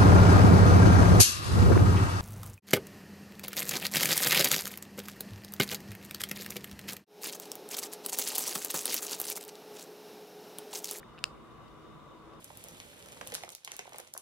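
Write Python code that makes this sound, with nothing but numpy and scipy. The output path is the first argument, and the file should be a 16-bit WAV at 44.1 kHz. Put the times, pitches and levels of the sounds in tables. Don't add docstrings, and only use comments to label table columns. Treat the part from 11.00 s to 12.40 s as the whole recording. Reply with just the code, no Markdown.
import sys
import numpy as np
from scipy import signal
from scipy.io import wavfile
from scipy.ndimage import uniform_filter1d

SR = 44100
rng = np.random.default_rng(int(sys.argv[2]) if len(sys.argv) > 2 else 0)


def generate_wav(signal):
    frames = np.transpose(np.atleast_2d(signal))
    scaled = np.clip(frames, -1, 1) * 32767
    pcm = np.round(scaled).astype(np.int16)
    wavfile.write(sys.argv[1], SR, pcm)


N = 61739


def amp(db):
    return 10 ** (np.asarray(db) / 20)


def evened(x):
    return x / np.sqrt(np.mean(x ** 2) + 1e-20)


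def read(points, hz):
    f, value = np.transpose(points)
    return np.interp(np.log(hz + 1), np.log(f + 1), value)


def highpass(x, order, cutoff_hz):
    sos = signal.butter(order, cutoff_hz, "high", fs=SR, output="sos")
    return signal.sosfilt(sos, x)


# [f/Hz, level/dB]
AIR_SPECTRUM = [(12, -40), (20, -24), (38, -9), (119, -3), (145, -1), (181, -5), (316, -5), (354, -4),
                (407, -2), (888, -11), (1140, -4), (1780, -20.5), (3680, -24.5), (4000, -28),
                (15700, -42.5)]
# [f/Hz, width/Hz, level above the noise/dB]
HUM_TONES = [(51.3, 12.6, 9.5), (148.3, 9.2, 7.5), (220.3, 19, 6.5), (323, 20, 9), (988, 16, 8),
             (1157, 75, 3.5), (2030, 80, 5.5), (2904, 75, 7), (3660, 143, 9), (10100, 250, 5)]
# [f/Hz, correlation 0-1]
CHANNEL_LIKENESS = [(60, 0.29), (120, 0.46), (240, 0.54), (480, 0.31), (950, 0.78), (1890, 0.34),
                    (3770, 0.027), (7520, 0.033), (15000, 0.02)]
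# [f/Hz, left-right level/dB]
CHANNEL_LEAN = [(60, -0.5), (240, 0.5), (950, 1.5), (3770, 1.5), (15000, -0.5)]
AIR_DB, PATCHY_DB = -51.5, 1.0


def room_air():
    frames, hz = N // 1024 + 6, np.fft.rfftfreq(4096, 1 / SR)
    a, b, c, d, patches = rng.standard_normal((frames, 2049, 5)).T
    left, other = a + 1j * b, c + 1j * d

    patches = uniform_filter1d(patches, size=40, axis=0)
    patches = evened(uniform_filter1d(patches, size=4, axis=1))

    hums = sum(top_db / (1 + (2 * (hz - f) / width) ** 2) for f, width, top_db in HUM_TONES)
    level_db = (read(AIR_SPECTRUM, hz) + hums)[:, None] + PATCHY_DB * patches

    same = read(CHANNEL_LIKENESS, hz)[:, None]
    right = same * left + np.sqrt(1 - same ** 2) * other
    lean = read(CHANNEL_LEAN, hz)[:, None] / 2
    spectra = np.array([left, right]) * amp(level_db) * amp([lean, -lean])
    noise = signal.istft(spectra, nperseg=4096, noverlap=3072)[1]
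    return amp(AIR_DB) * evened(noise[:, 2048:N + 2048])


BRUSH_S, GRIT_RISE_S, GRIT_T60_S = 0.03, 0.00089, 0.021
GRIT_DB, GRIT_HZ, GRIT_WIDTH_HZ = -45.5, 1800, 640


def brush():
    t = np.maximum(np.arange(N) / SR - BRUSH_S, 0)
    peak = signal.iirpeak(GRIT_HZ, GRIT_HZ / GRIT_WIDTH_HZ, fs=SR)
    grit = signal.lfilter(*peak, rng.standard_normal(N))
    grit = signal.lfilter(*peak, grit)
    rise = np.minimum(t / GRIT_RISE_S, 1)
    return amp(GRIT_DB - 60 * t / GRIT_T60_S) * rise * evened(grit)


# [t/s, relative force level/dB, contact time/ms]
CROWN_BLOWS = [(0.1786, -47.5, 0.34), (0.1845, -44, 0.33), (0.189, -47, 0.26), (0.19, -46.5, 0.15),
               (0.1917, -48, .24), (0.2406, -13.5, 0.16), (0.681, -57.5, 0.15), (0.6855, -58, 0.16),
               (1.336, -56, 0.22)]
# [f/Hz, relative level/dB, T60/s, left-right level/dB]
CASE_MODES = [(610, 5, 0.0056, -7), (1290, 5, 0.0047, -0.5), (1720, -21, 0.014, 13), (2667, 0, 0.0065, 2.5),
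              (3740, -14.5, 0.0063, 4), (4360, -11, 0.0044, 5.5), (4870, -21, 0.011, 0),
              (7230, -18.5, 0.0038, -10.5), (8060, -23, 0.0059, -1), (8930, -23.5, 0.0036, -8),
              (10130, -19, 0.0032, -3), (12100, -23, 0.0069, -1), (13200, -7, 0.0027, -1),
              (14800, -3, 0.0034, 4)]
THIN_HZ = 340


def crown():
    t, blows = np.arange(N) / SR, np.zeros(N)
    for s, db, contact_ms in CROWN_BLOWS:
        width = contact_ms / 1000 / 4
        u = (t - s) / width
        blows += amp(db) * (u ** 2 - 1) * np.exp(-0.5 * u ** 2) / (width * SR)

    t, ring = t[:2000], 0
    for hz, db, t60, pan_db in CASE_MODES:
        pan = np.array([[pan_db / 2], [-pan_db / 2]])
        ring = ring + amp(db - 60 * t / t60 + pan) * np.sin(2 * np.pi * hz * t)
    rung = signal.fftconvolve(blows[None], ring, axes=1)[:, :N]
    return highpass(rung, 2, THIN_HZ)


HAND_DB, HAND_T60_S, HAND_HZ = 1, 0.008, 6500


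def hand(x):
    t = np.arange(1000) / SR
    taps = rng.standard_normal((2, 1000)) * amp(-60 * t / HAND_T60_S)
    taps = highpass(taps / np.linalg.norm(taps[0]), 4, HAND_HZ)
    return amp(HAND_DB) * signal.fftconvolve(x, taps, axes=1)[:, :N]


# [f/Hz, T60/s]
WALL_T60 = [(1000, 0.24), (2700, 0.21), (5000, 0.18), (10000, 0.23)]
# [f/Hz, level/dB]
WALL_TINT = [(1000, 13.5), (2000, -11), (2700, -6.5), (4400, -0.5), (7000, -2), (14000, 0)]
WALL_S, WALL_RISE_S, WALL_DB = 0.011, 0.001, -16


def walls(x):
    size = SR // 2
    taps = np.zeros((2, size))
    slots = np.arange(0, size - 20, 20)
    at = slots + rng.integers(0, 20, (2, len(slots)))
    np.put_along_axis(taps, at, rng.choice([-1., 1.], at.shape), 1)

    hz, t, z = signal.stft(taps, SR, nperseg=128)
    z *= amp(read(WALL_TINT, hz)[:, None] - 60 * t / read(WALL_T60, hz)[:, None])
    tail = signal.istft(z, SR, nperseg=128)[1][:, :size]
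    tail = tail * np.minimum(np.arange(size) / SR / WALL_RISE_S, 1)
    tail = np.pad(tail / np.linalg.norm(tail[0]), ((0, 0), (round(WALL_S * SR), 0)))
    return amp(WALL_DB) * signal.fftconvolve(x, tail, axes=1)[:, :N]


# [delay t/s, left level/dB, right level/dB]
NEAR_ECHOES = [(.0132, -27, -44), (0.0153, -55, -42), (0.0153, -28, -34)]


def near_walls(x):
    taps = np.zeros((2, SR // 20))
    for s, left_db, right_db in NEAR_ECHOES:
        taps[:, round(s * SR)] = amp([left_db, right_db])
    return signal.fftconvolve(x, taps, axes=1)[:, :N]


def scene():
    background = room_air() + brush()
    clicks = crown()
    clicks = clicks + hand(clicks)
    return background + clicks + walls(clicks) + near_walls(clicks)


EDGE_HZ = 15850


def record(dry):
    lowpass = signal.firwin(511, EDGE_HZ, window=("kaiser", 9), fs=SR)
    return signal.oaconvolve(dry, lowpass[None], "same")


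dry = scene()
out = record(dry)
generate_wav(out)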